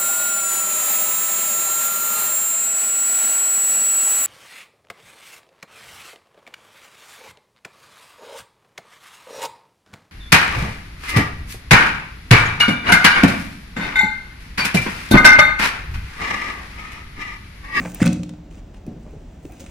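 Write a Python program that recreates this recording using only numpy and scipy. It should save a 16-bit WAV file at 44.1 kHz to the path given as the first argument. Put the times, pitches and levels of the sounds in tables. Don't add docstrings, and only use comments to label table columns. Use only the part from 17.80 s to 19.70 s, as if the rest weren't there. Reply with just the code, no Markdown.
import sys
import numpy as np
from scipy import signal
from scipy.fft import rfft, irfft
from scipy.io import wavfile

SR = 44100
rng = np.random.default_rng(int(sys.argv[2]) if len(sys.argv) > 2 else 0)


def wav_record(signal):
    frames = np.transpose(np.atleast_2d(signal))
    bounded = np.clip(frames, -1, 1)
    quanta = np.round(bounded * 32767).astype(np.int16)
    wavfile.write(sys.argv[1], SR, quanta)


N = 83790

# (time [s], board level [dB], bucket level [dB])
FLAP_BLOWS = [(0.0007, -21, -32.2), (0.0505, -66, -30.5), (0.2156, 5, -23), (0.2253, -8, -18),
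              (0.26, -15.5, -12.5), (0.2727, -14, -21.5), (0.286, -3.5, -33), (0.3651, -16.5, -28.5),
              (0.3933, -32.5, -26), (0.4972, -52, -32)]
# (frequency [Hz], level [dB], T60 [s])
BOARD_MODES = [(123, -6.5, 0.054), (213.7, 2, 0.052), (247.2, -12, 0.13), (278, -16.0, 0.086)]
BUCKET_MODES = [(86.7, -24, 1), (121.3, -10.5, 0.52), (166.2, -15.5, 0.88), (178, 4, 0.22),
                (235.1, -1.56, 0.22), (299.4, -13.5, 0.68), (528, -17, 0.27), (545, -12.5, 0.15),
                (726.4, -24, 0.17)]
WIRE_MODES = [(2525, 3.5, 0.036), (3920, -14, 0.18), (5540, -18, 0.073), (6150, -7.5, .03),
              (6390, -9, 0.021), (8600, -10, 0.063)]
# (time [s], level [dB], pitch [Hz])
CLACKS = [(0.049, -28, 2360), (0.2027, -20.5, 1860), (0.208, -19, 1880), (0.217, -13.5, 2072),
          (0.2224, -15, 2120), (0.228, -10, 1517), (0.2402, -15.5, 1557), (0.2524, -18, 2040),
          (0.2558, -16, 2490), (0.2668, -14.5, 2580), (0.2765, -26.5, 1966), (0.325, -28, 1960),
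          (1.652, -36.5, 2600), (1.8638, -32.5, 2560)]
# (ratio to pitch, level [dB], T60 [s])
CLACK_MODES = [(0.942, -10, 0.015), (0.998, -0.5, 0.015), (1.28, -22, 0.054), (1.412, -15.5, 0.021),
               (1.65, -13.5, 0.012), (2.4, -20.5, 0.036)]
# (time [s], level [dB], tilt [dB/octave])
TICKS = [(0.036, -33, -14.5), (0.2134, -29.5, 3), (0.2217, -26.5, 3), (0.228, -24, 8), (0.255, -33, 3),
         (0.2602, -15, 7.5), (0.2675, -19.5, -4), (0.276, -20, -0.5), (0.326, -25, -13),
         (0.3299, -25.5, 3.5), (0.4329, -31, 1), (0.4925, -34, -0.5), (0.536, -42.5, -5.5),
         (0.944, -44, -3), (0.966, -53, -3), (1.065, -39, 10.5), (1.308, -46.5, 13), (1.652, -47, 8),
         (1.721, -34, 15), (1.8617, -39, -2)]
# (time [s], level [dB], pitch [Hz], decay [s])
PAW_STEPS = [(0.001, -25, 247, 0.013), (0.695, -41, 166, 0.052), (1.065, -32, 426, 0.016),
             (1.077, -23, 235, .022), (1.118, -31.5, 232.5, 0.042), (1.164, -35.5, 163, 0.027),
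             (1.256, -43, 611, 0.025), (1.335, -34.5, 432, 0.0094), (1.6511, -25, 324, .008),
             (1.694, -39.5, 715, 0.0077), (1.804, -40, 544, 0.039), (1.839, -28, 200, 0.0041)]
# (time [s], length [s], level [dB], tilt [dB/octave])
SCRAPES = [(0.0, 0.045, -37, 4), (0.049, 0.02, -25.5, 1.5), (0.198, 0.044, -29.5, -2.5),
           (0.255, 0.019, -23, -6), (1.256, 0.059, -49, -3.5), (1.326, 0.057, -37.5, -10),
           (1.694, 0.068, -48.5, -1), (1.80, 0.019, -68, -13)]
RUSTLES = [(0.0, .13, -40, 3.5), (0.134, 0.17, -41, -1.5), (0.704, .10, -51.5, -2), (0.936, 0.049, -55, -2),
           (1.195, 0.45, -62, 0.5), (1.622, 0.14, -50.5, 7), (1.72, 0.084, -53, -0.5),
           (1.795, .028, -37, 2), (1.815, 0.11, -49.5, -0.5)]
# (frequency [Hz], relative level [dB])
CRACK_SPECTRUM = [(400, -4), (1000, -2.5), (1700, 3), (2500, 0), (4000, -18.5), (9000, -5), (16000, -60)]
TICK_SPECTRUM = [(800, 1.5), (2500, 0.5), (3300, 3), (4100, -1.5), (4700, 0.5), (6800, 1.5), (9000, -3),
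                 (11500, -11), (15500, -10)]
SNAP_SPECTRUM = [(4000, -18), (7000, -12.5), (10000, -6), (13500, 1), (16000, -5.5)]
SCUFF_SPECTRUM = [(100, 9), (300, 10.5), (650, -3), (1000, -24.5), (3000, -30), (8000, -38)]
SCRAPE_SPECTRUM = [(150, 4), (350, 0), (550, 7.5), (800, 6), (1400, -5), (2400, -4.5), (3400, -27.5),
                   (8000, -30.5), (16000, -54)]
RUSTLE_SPECTRUM = [(700, 2), (1500, -1), (2700, 2.5), (4500, -6), (6500, 1.5), (9000, 0.5), (11500, -15.5),
                   (15500, -1.5)]
WALL_SPECTRUM = [(60, -22), (250, 2.5), (600, 0), (2000, -3), (6000, -1.5), (16000, -10.5)]
RUMBLE_SPECTRUM = [(20, -55), (26, -18), (32, 3), (45, 1.5), (70, -3), (110, -10), (170, -9), (300, -13.5),
                   (450, -23), (650, -23), (1100, -33.5), (2800, -39), (4500, -45.5), (7000, -45),
                   (11000, -55.5), (15500, -46.5)]
# (frequency [Hz], side level [dB])
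SIDE_SPECTRUM = [(50, -68), (170, -32.5), (350, -13), (600, -2.5), (1500, -10.5), (4000, -4.5), (8000, -19),
                 (16000, -25)]
# (frequency [Hz], lag [rad])
PORT_LAG = [(3300, 0), (6000, .8), (8300, 1.93), (11000, 3), (15000, 4)]

TICK_DECAY_S = 0.0028


def flap():
    out = 0
    for start_s, board_db, bucket_db in FLAP_BLOWS:
        thump = undb(board_db) * ring(start_s, BOARD_MODES, rise_s=0.0051)
        boom = undb(bucket_db) * ring(start_s, BUCKET_MODES, rise_s=0.0034)
        out += thump + boom
    return out


def hinge(crack_db=-9):
    out = 0
    for start_s, db, pitch_hz in CLACKS:
        modes = [(pitch_hz * ratio, mode_db, t60_s) for ratio, mode_db, t60_s in CLACK_MODES]
        crack = undb(crack_db) * noise(CRACK_SPECTRUM) * strike(start_s, rise_s=0.0001, decay_s=0.0034)
        out += undb(db) * (ring(start_s, modes, rise_s=0.0013) + crack)
    return out


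def ticks(wire_db=-16):
    out = 0
    for start_s, db, tilt_db_oct in TICKS:
        contact = diffuse(TICK_SPECTRUM, tilt_db_oct) * strike(start_s, 0.00028, TICK_DECAY_S)
        wire = undb(wire_db) * ring(start_s, WIRE_MODES, rise_s=0.00011)
        out += undb(db) * (contact + wire)
    return out


def snap(start_s=0.1458, db=-20.5):
    return undb(db) * diffuse(SNAP_SPECTRUM) * strike(start_s, 0.00037, TICK_DECAY_S)


def paws(scuff_db=-5.5, rise_s=0.00094):
    out = 0
    for start_s, db, pitch_hz, decay_s in PAW_STEPS:
        note = np.sin(2 * np.pi * pitch_hz * since(start_s))
        scuff = undb(scuff_db) * noise(SCUFF_SPECTRUM)
        out += undb(db) * strike(start_s, rise_s, decay_s) * (note + scuff)
    return out


def scrapes():
    return sum(undb(db) * noise(SCRAPE_SPECTRUM, tilt_db_oct) * rub(start_s, length_s)
               for start_s, length_s, db, tilt_db_oct in SCRAPES)


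def rustles():
    return sum(undb(db) * diffuse(RUSTLE_SPECTRUM, tilt_db_oct) * rub(start_s, length_s)
               for start_s, length_s, db, tilt_db_oct in RUSTLES)


def walls(x, db=-10.5, t60_s=0.41):
    tail = diffuse(WALL_SPECTRUM) * strike(0, rise_s=0.0053, decay_s=t60_s / np.log(1000))
    tail /= np.sqrt(np.sum(tail ** 2) / 2)
    return undb(db) * signal.fftconvolve(x, tail, axes=1)[:, :N]


def rumble(db=-40):
    return undb(db) * diffuse(RUMBLE_SPECTRUM)


def undb(db):
    return 10 ** (np.asarray(db) / 20)


def since(start_s):
    return np.maximum(np.arange(N) / SR - start_s, 0)


def onset(start_s, rise_s):
    return 1 - np.exp(-(since(start_s) / rise_s) ** 2)


def strike(start_s, rise_s, decay_s):
    return onset(start_s, rise_s) * np.exp(-since(start_s) / decay_s)


def ring(start_s, modes, rise_s):
    age_s = since(start_s)
    tones = sum(undb(db - 60 * age_s / t60_s) * np.sin(2 * np.pi * hz * age_s) for hz, db, t60_s in modes)
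    return onset(start_s, rise_s) * tones


def rub(start_s, length_s, attack_s=0.0037, release_s=0.012, grain_s=0.0017, grain_db=3.5):
    attack = np.minimum(since(start_s) / attack_s, 1)
    release = np.exp(-since(start_s + length_s - release_s) / release_s)
    grain = np.interp(since(0) / grain_s, np.arange(N), rng.standard_normal(N))
    return attack * release * undb(grain_db * (grain - 1))


def shape(x, spectrum, tilt_db_oct=0):
    octave = np.log2(np.maximum(np.arange(N // 2 + 1) * SR / N, 1))
    hz, db = np.array(spectrum).T
    curve_db = np.interp(octave, np.log2(hz), db)
    slope_db = tilt_db_oct * np.maximum(octave - np.log2(hz[0]), 0)
    return irfft(rfft(x) * undb(curve_db + slope_db), N)


def noise(spectrum, tilt_db_oct=0):
    x = shape(rng.standard_normal(N), spectrum, tilt_db_oct)
    return x / x.std()


def diffuse(spectrum, tilt_db_oct=0):
    mid = noise(spectrum, tilt_db_oct)
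    side = shape(noise(spectrum, tilt_db_oct), SIDE_SPECTRUM)
    return np.array([mid + side, mid - side])


def scene():
    outdoors = rumble()
    trap = flap() + hinge() + ticks() + snap() + paws() + scrapes() + rustles()
    return trap + walls(trap) + outdoors


def record(dry):
    top_hz = 16000
    hz, lag_rad = np.array(PORT_LAG).T
    bin_hz = np.arange(N + 1) * SR / (2 * N)
    phase_rad = np.interp(bin_hz, hz, lag_rad) * np.array([[-0.5], [0.5]])
    ports = irfft(rfft(dry, 2 * N) * np.exp(1j * phase_rad))[:, :N]
    lowpass = signal.ellip(10, 0.2, 80, top_hz, fs=SR, output="sos")
    return signal.sosfilt(lowpass, ports)


dry = scene()
out = record(dry)
wav_record(out)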